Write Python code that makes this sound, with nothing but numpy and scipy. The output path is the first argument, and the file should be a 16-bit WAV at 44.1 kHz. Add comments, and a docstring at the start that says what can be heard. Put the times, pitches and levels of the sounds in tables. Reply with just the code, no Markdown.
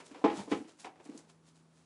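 """Goat in a feed tub

A goat steps into a wide plastic tub in a small concrete pen: two hard knocks with rebounds, then softer
bumps, ring the hollow body and clatter the thin wall. A flank drags along the rim, hooves clack and
scuff, straw and dry feed rustle and crack as the animals shift, and a faint motor hums behind."""
import sys
import numpy as np
from scipy import signal
from scipy.fft import rfft, irfft
from scipy.io import wavfile

SR = 44100
rng = np.random.default_rng(int(sys.argv[2]) if len(sys.argv) > 2 else 0)


def materialize(psi):
    """Save the field psi as 16-bit PCM at rate SR to the path in sys.argv[1].

    A 1-D psi becomes a single channel; in a 2-D psi each row is a channel.
    """
    bounded = np.clip(np.atleast_2d(psi).T, -1, 1)
    quanta = np.round(bounded * 32767).astype(np.int16)
    wavfile.write(sys.argv[1], SR, quanta)


N = 81585
T = np.arange(N) / SR
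HZ = np.maximum(np.fft.rfftfreq(N, 1 / SR), 1)


def from_db(db):
    """Decibels to gain."""
    return 10 ** (np.asarray(db) / 20)


def unit_rms(x):
    """Scale to rms 1."""
    return x / np.sqrt(np.mean(x ** 2) + 1e-20)


def at_hz(points, hz):
    """Read a curve on a log-frequency axis."""
    f, value = np.transpose(points)
    return np.interp(np.log(hz), np.log(f), value)


def coloured(noise, spectrum, tilt_db=0):
    """Shape noise with an EQ curve and a tilt per octave above 500 Hz; rms 1."""
    eq_db = at_hz(spectrum, HZ) + tilt_db * np.log2(np.maximum(HZ, 500))
    return unit_rms(irfft(rfft(noise) * from_db(eq_db), N))


def decaying(noise, t60s):
    """Let noise die away, each octave at its own rate."""
    octave = np.clip(np.log2(HZ / 100), 0, 7)
    spectrum = rfft(noise)
    bands = (irfft(spectrum * np.maximum(1 - abs(octave - k), 0), N) for k in range(8))
    return sum(band * from_db(-60 * T / at_hz(t60s, 100 * 2 ** k)) for k, band in enumerate(bands))


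def swell(peak, rise, fall):
    """An envelope that rises and falls exponentially around its peak."""
    return np.exp(-np.maximum((peak - T) / rise, (T - peak) / fall))


def ring(modes, tilt_db=0, length=1, body_hz=267):
    """Struck modes: a harder blow favours those above the body note; a leaning leg shortens them."""
    out = np.zeros(N)
    for k, (hz, db, t60) in enumerate(modes):
        strike_db = db + tilt_db * np.log2(max(hz, body_hz) / 300)
        envelope = from_db(strike_db - 60 * T / (t60 * length))
        out += (-1) ** k * envelope * np.sin(2 * np.pi * hz * T)
    return out


def hit_at(start, blow, contact_s=0.0011):
    """Place a blow in time, its attack softened by the contact."""
    return np.interp(T - start, T, blow * (1 - np.exp(-T / contact_s)), left=0)


def background():
    """A slightly wavering motor hum in quiet air."""
    # room tone EQ: f/Hz, level/dB
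    air_eq = [(25, -17), (55, -11.5), (85, -3.5), (160, -1), (300, 2.5), (600, -8), (1200, -9.5),
              (2500, -19), (6000, -21.5), (10500, -25)]
    # motor partials: f/Hz, level/dB
    partials = [(80.7, -82), (161.5, -67.5), (242.2, -78.5), (274.5, -83)]
    # fader ride on the hum: t/s, gain/dB
    hum_ride = [(0, -7), (0.75, -14.5), (1.0, -5.5), (1.25, 0.5), (1.85, 1)]
    air_db, waver_depth = -70, 0.088
    ride_db = np.interp(T, *np.transpose(hum_ride))
    out = from_db(air_db) * coloured(rng.standard_normal(N), air_eq)
    for hz, db in partials:
        waver = unit_rms(irfft(rfft(rng.standard_normal(N)) * np.exp(-HZ / 6), N))
        tone = np.sqrt(2) * np.sin(2 * np.pi * (hz * T + rng.random()))
        out += from_db(db + ride_db) * (1 + waver_depth * waver) * tone
    return out


def pen_reverb(x):
    """Short diffuse reverberation between concrete walls."""
    # reverb decay: f/Hz, t60/s
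    decay = [(150, 0.41), (400, 0.35), (1000, .27), (4000, 0.31), (10000, .24)]
    wet_db, predelay_s = -16.5, 0.011
    tail = decaying(rng.standard_normal(N), decay) * np.clip(T / predelay_s - 1, 0, 1)
    return from_db(wet_db) * signal.fftconvolve(x, tail / np.sqrt(np.sum(tail ** 2)))[:N]


def straw_rustle():
    """Each shift of weight is a swell of tiny stalk snaps over sliding hiss."""
    # swells of straw and feed: peak t/s, level/dB, rise/s, fall/s, tilt/dB per octave
    rustles = [(0.005, -56.5, 0.053, 0.021, -0.5), (0.063, -56, 0.018, 0.023, 2),
               (0.116, -57.5, 0.03, 0.021, -2), (0.181, -56.5, 0.064, 0.15, -3.5),
               (0.305, -44, 0.013, 0.031, -19), (0.374, -47, 0.037, 0.052, -1),
               (0.403, -49, 0.042, 0.032, -1.5), (0.512, -46, 0.012, 0.041, -2),
               (0.568, -59, 0.033, 0.062, 3.5), (0.691, -56.5, 0.014, 0.03, -1),
               (0.803, -52, 0.011, 0.033, 2), (0.852, -50, .012, .018, -2.5),
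               (1.009, -59, 0.024, 0.025, -5), (1.056, -60, 0.017, 0.021, 3), (1.10, -59, 0.037, 0.12, -3),
               (1.153, -64, 0.021, 0.048, 3), (1.19, -58.5, .006, 0.019, 2.5),
               (1.298, -61.5, 0.01, 0.021, 0.5), (1.483, -62.5, 0.021, 0.025, 1.5),
               (1.557, -67, 0.0078, 0.05, 1.5), (1.779, -69.5, 0.047, 0.075, 1)]
    # rustle EQ: f/Hz, level/dB
    straw_eq = [(150, -4.5), (400, 7.5), (1000, 3), (2000, -2), (4000, -2), (7500, -2.5), (10500, -9.5)]
    snaps_per_s, spread_db = 2500, 4.5
    out = np.zeros(N)
    for peak, db, rise, fall, tilt_db in rustles:
        sizes = from_db(spread_db * np.minimum(rng.exponential(1, N), 4))
        signs = rng.choice([-1, 1], N)
        snaps = unit_rms(sizes * signs * (rng.random(N) < snaps_per_s / SR))
        hiss = rng.standard_normal(N)
        out += from_db(db) * swell(peak, rise, fall) * coloured(snaps + hiss, straw_eq, tilt_db)
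    return out


def stalk_cracks():
    """A dry stalk gives way at once under a hoof: a short, bright burst."""
    # breaking stalks: t/s, level/dB
    cracks = [(0.061, -59.5), (0.37, -53), (0.798, -53), (1.1758, -48)]
    # crack EQ: f/Hz, level/dB
    crack_eq = [(300, -17), (2500, -12), (4500, -3), (7200, 4), (10500, -6)]
    fall_s = 0.0069
    out = np.zeros(N)
    for start, db in cracks:
        burst = from_db(db) * np.exp(-T / fall_s) * coloured(rng.standard_normal(N), crack_eq)
        out += np.interp(T - start, T, burst, left=0)
    return out


def hooves():
    """Light, hard contacts on the tub floor: a clack and a short scuff."""
    # hoof falls: t/s, clack level/dB, scuff level/dB
    steps = [(0.001, -64, -49), (0.1445, -51, -52.5), (0.214, -52, -62.5), (0.391, -54, -49),
             (0.8445, -46, -43.5), (0.8658, -46.5, -54), (0.955, -68, -64), (0.997, -57.5, -62.5)]
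    # modes of the tub floor: f/Hz, level/dB, t60/s
    floor_modes = [(262, -9.5, 0.092), (319, -10, 0.22), (749, -4, 0.15), (795, -1.5, 0.13),
                   (926, -3.5, 0.091), (1003, -1.5, .08), (1130, -13.5, .1), (1750, -9, 0.069)]
    # scuff EQ: f/Hz, level/dB
    scuff_eq = [(100, -14), (300, 1), (900, 0.5), (1400, -4.5), (2400, -2), (4000, -10.5), (10500, -22)]
    # scuff decay: f/Hz, t60/s
    scuff_decay = [(300, 0.32), (2000, 0.14), (9000, 0.063)]
    clack = ring(floor_modes)
    out = np.zeros(N)
    for start, clack_db, scuff_db in steps:
        scuff = decaying(coloured(rng.standard_normal(N), scuff_eq), scuff_decay)
        out += hit_at(start, from_db(clack_db) * clack + from_db(scuff_db) * scuff)
    return out


def flank_rubs():
    """A flank drags along the rim: uneven stick and slip shakes the low resonances of the wall."""
    # drags: peak t/s, level/dB, rise/s, fall/s
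    rubs = [(0.359, -49, 0.011, 0.0082), (0.401, -37, 0.024, 0.019), (0.575, -46.5, 0.022, 0.024),
            (0.805, -66, 0.019, 0.019), (1.245, -71, .02, .03)]
    # resonances of the shuddering wall: f/Hz, width/Hz, level/dB
    resonances = [(141, 28, -6), (214, 12, 0.5), (356, 37, -17), (417, 19, -27), (906, 24, -10.5)]
    slips_per_s, jitter = 200, 0.18
    out = np.zeros(N)
    for peak, db, rise, fall in rubs:
        gaps_s = np.exp(jitter * rng.standard_normal(1000)) / slips_per_s
        slip_samples = (np.cumsum(gaps_s) * SR).astype(int)
        slips = np.bincount(slip_samples[slip_samples < N], minlength=N).astype(float)
        shudder = np.zeros(N)
        for k, (hz, width, level) in enumerate(resonances):
            resonator = signal.iirpeak(hz, hz / width, fs=SR)
            shudder += (-1) ** k * from_db(level) * signal.lfilter(*resonator, slips)
        out += from_db(db) * swell(peak, rise, fall) * unit_rms(shudder)
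    return out


def tub_knocks():
    """Each knock of a leg rings the hollow body and sets the thin wall clattering."""
    # knocks: t/s, body level/dB, hardness as tilt/dB per octave, ring length/ratio, clatter level/dB
    knocks = [(0.1115, -50.5, -28, 0.87, -57.5), (0.155, -56, -9, 1.55, -54),
              (0.2399, -19.5, 2, 0.86, -35.5), (0.245, -26.5, 4.5, 0.4, -36),
              (0.2581, -21, 2.5, 0.29, -45.5), (0.2766, -39, 3.5, 1.63, -43), (0.297, -43, 1, .8, -39.5),
              (0.324, -41, -2.5, 0.64, -50.5), (0.4746, -44, 0, 0.86, -64),
              (0.5155, -24.5, -2.5, 0.78, -33), (0.525, -22, -6.5, 0.23, -44.5),
              (0.565, -38.5, -8, 0.8, -76), (0.6035, -42, -20, 0.77, -69),
              (0.6426, -54.5, -18, 1.53, -59.5), (1.055, -53.5, -3.5, 0.9, -59.5),
              (1.0885, -40.5, -12.5, 0.79, -67), (1.1456, -41.5, -10.5, 0.62, -70)]
    # modes of the hollow body: f/Hz, level/dB, t60/s
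    body_modes = [(175.8, -23.5, 0.36), (210, -8, .16), (276.8, 11, 0.054), (308.3, 13.5, 0.048),
                  (330.8, -4.5, 0.23), (348.5, -14.5, 0.31), (412.7, -9.5, 0.29), (448, -2, 0.14),
                  (510.3, -10.5, 0.32), (668.4, -7.5, 0.15), (752, -27, 0.58), (826, -14, 0.28),
                  (883, -12, 0.18), (920.5, -21, 0.2), (1030, -10.5, 0.15), (1158, -25, 0.22),
                  (1277, -19.5, 0.19), (1664, -28, 0.19), (2233, -30, 0.15)]
    # dense modes of the thin wall, as an EQ: f/Hz, level/dB
    wall_eq = [(60, -12), (130, -10.5), (400, -2.5), (1000, -0.5), (1500, -5.5), (2300, -4), (3300, -10.5),
               (5500, -20.5), (10500, -34)]
    # clatter decay: f/Hz, t60/s
    wall_decay = [(150, 0.29), (1000, .18), (3000, 0.16), (9000, 0.16)]
    clatter_attack = 1 - np.exp(-T / 0.00082)
    out = np.zeros(N)
    for start, body_db, tilt_db, length, clatter_db in knocks:
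        body = ring(body_modes, tilt_db, length)
        clatter = decaying(coloured(rng.standard_normal(N), wall_eq), wall_decay) * clatter_attack
        out += hit_at(start, from_db(body_db) * body + from_db(clatter_db) * clatter)
    return out


def scene():
    """The animals and their reverb over the background, in mono."""
    animals = tub_knocks() + flank_rubs() + hooves() + straw_rustle() + stalk_cracks()
    return (animals + pen_reverb(animals) + background())[None]


def record(dry):
    """Roll off the deep bass and cut the top steeply."""
    low_cut = signal.butter(4, 85, "high", fs=SR, output="sos")
    high_cut = signal.ellip(10, 0.2, 70, 10850, fs=SR, output="sos")
    return signal.sosfilt(high_cut, signal.sosfilt(low_cut, dry))


dry = scene()
out = record(dry)
materialize(out)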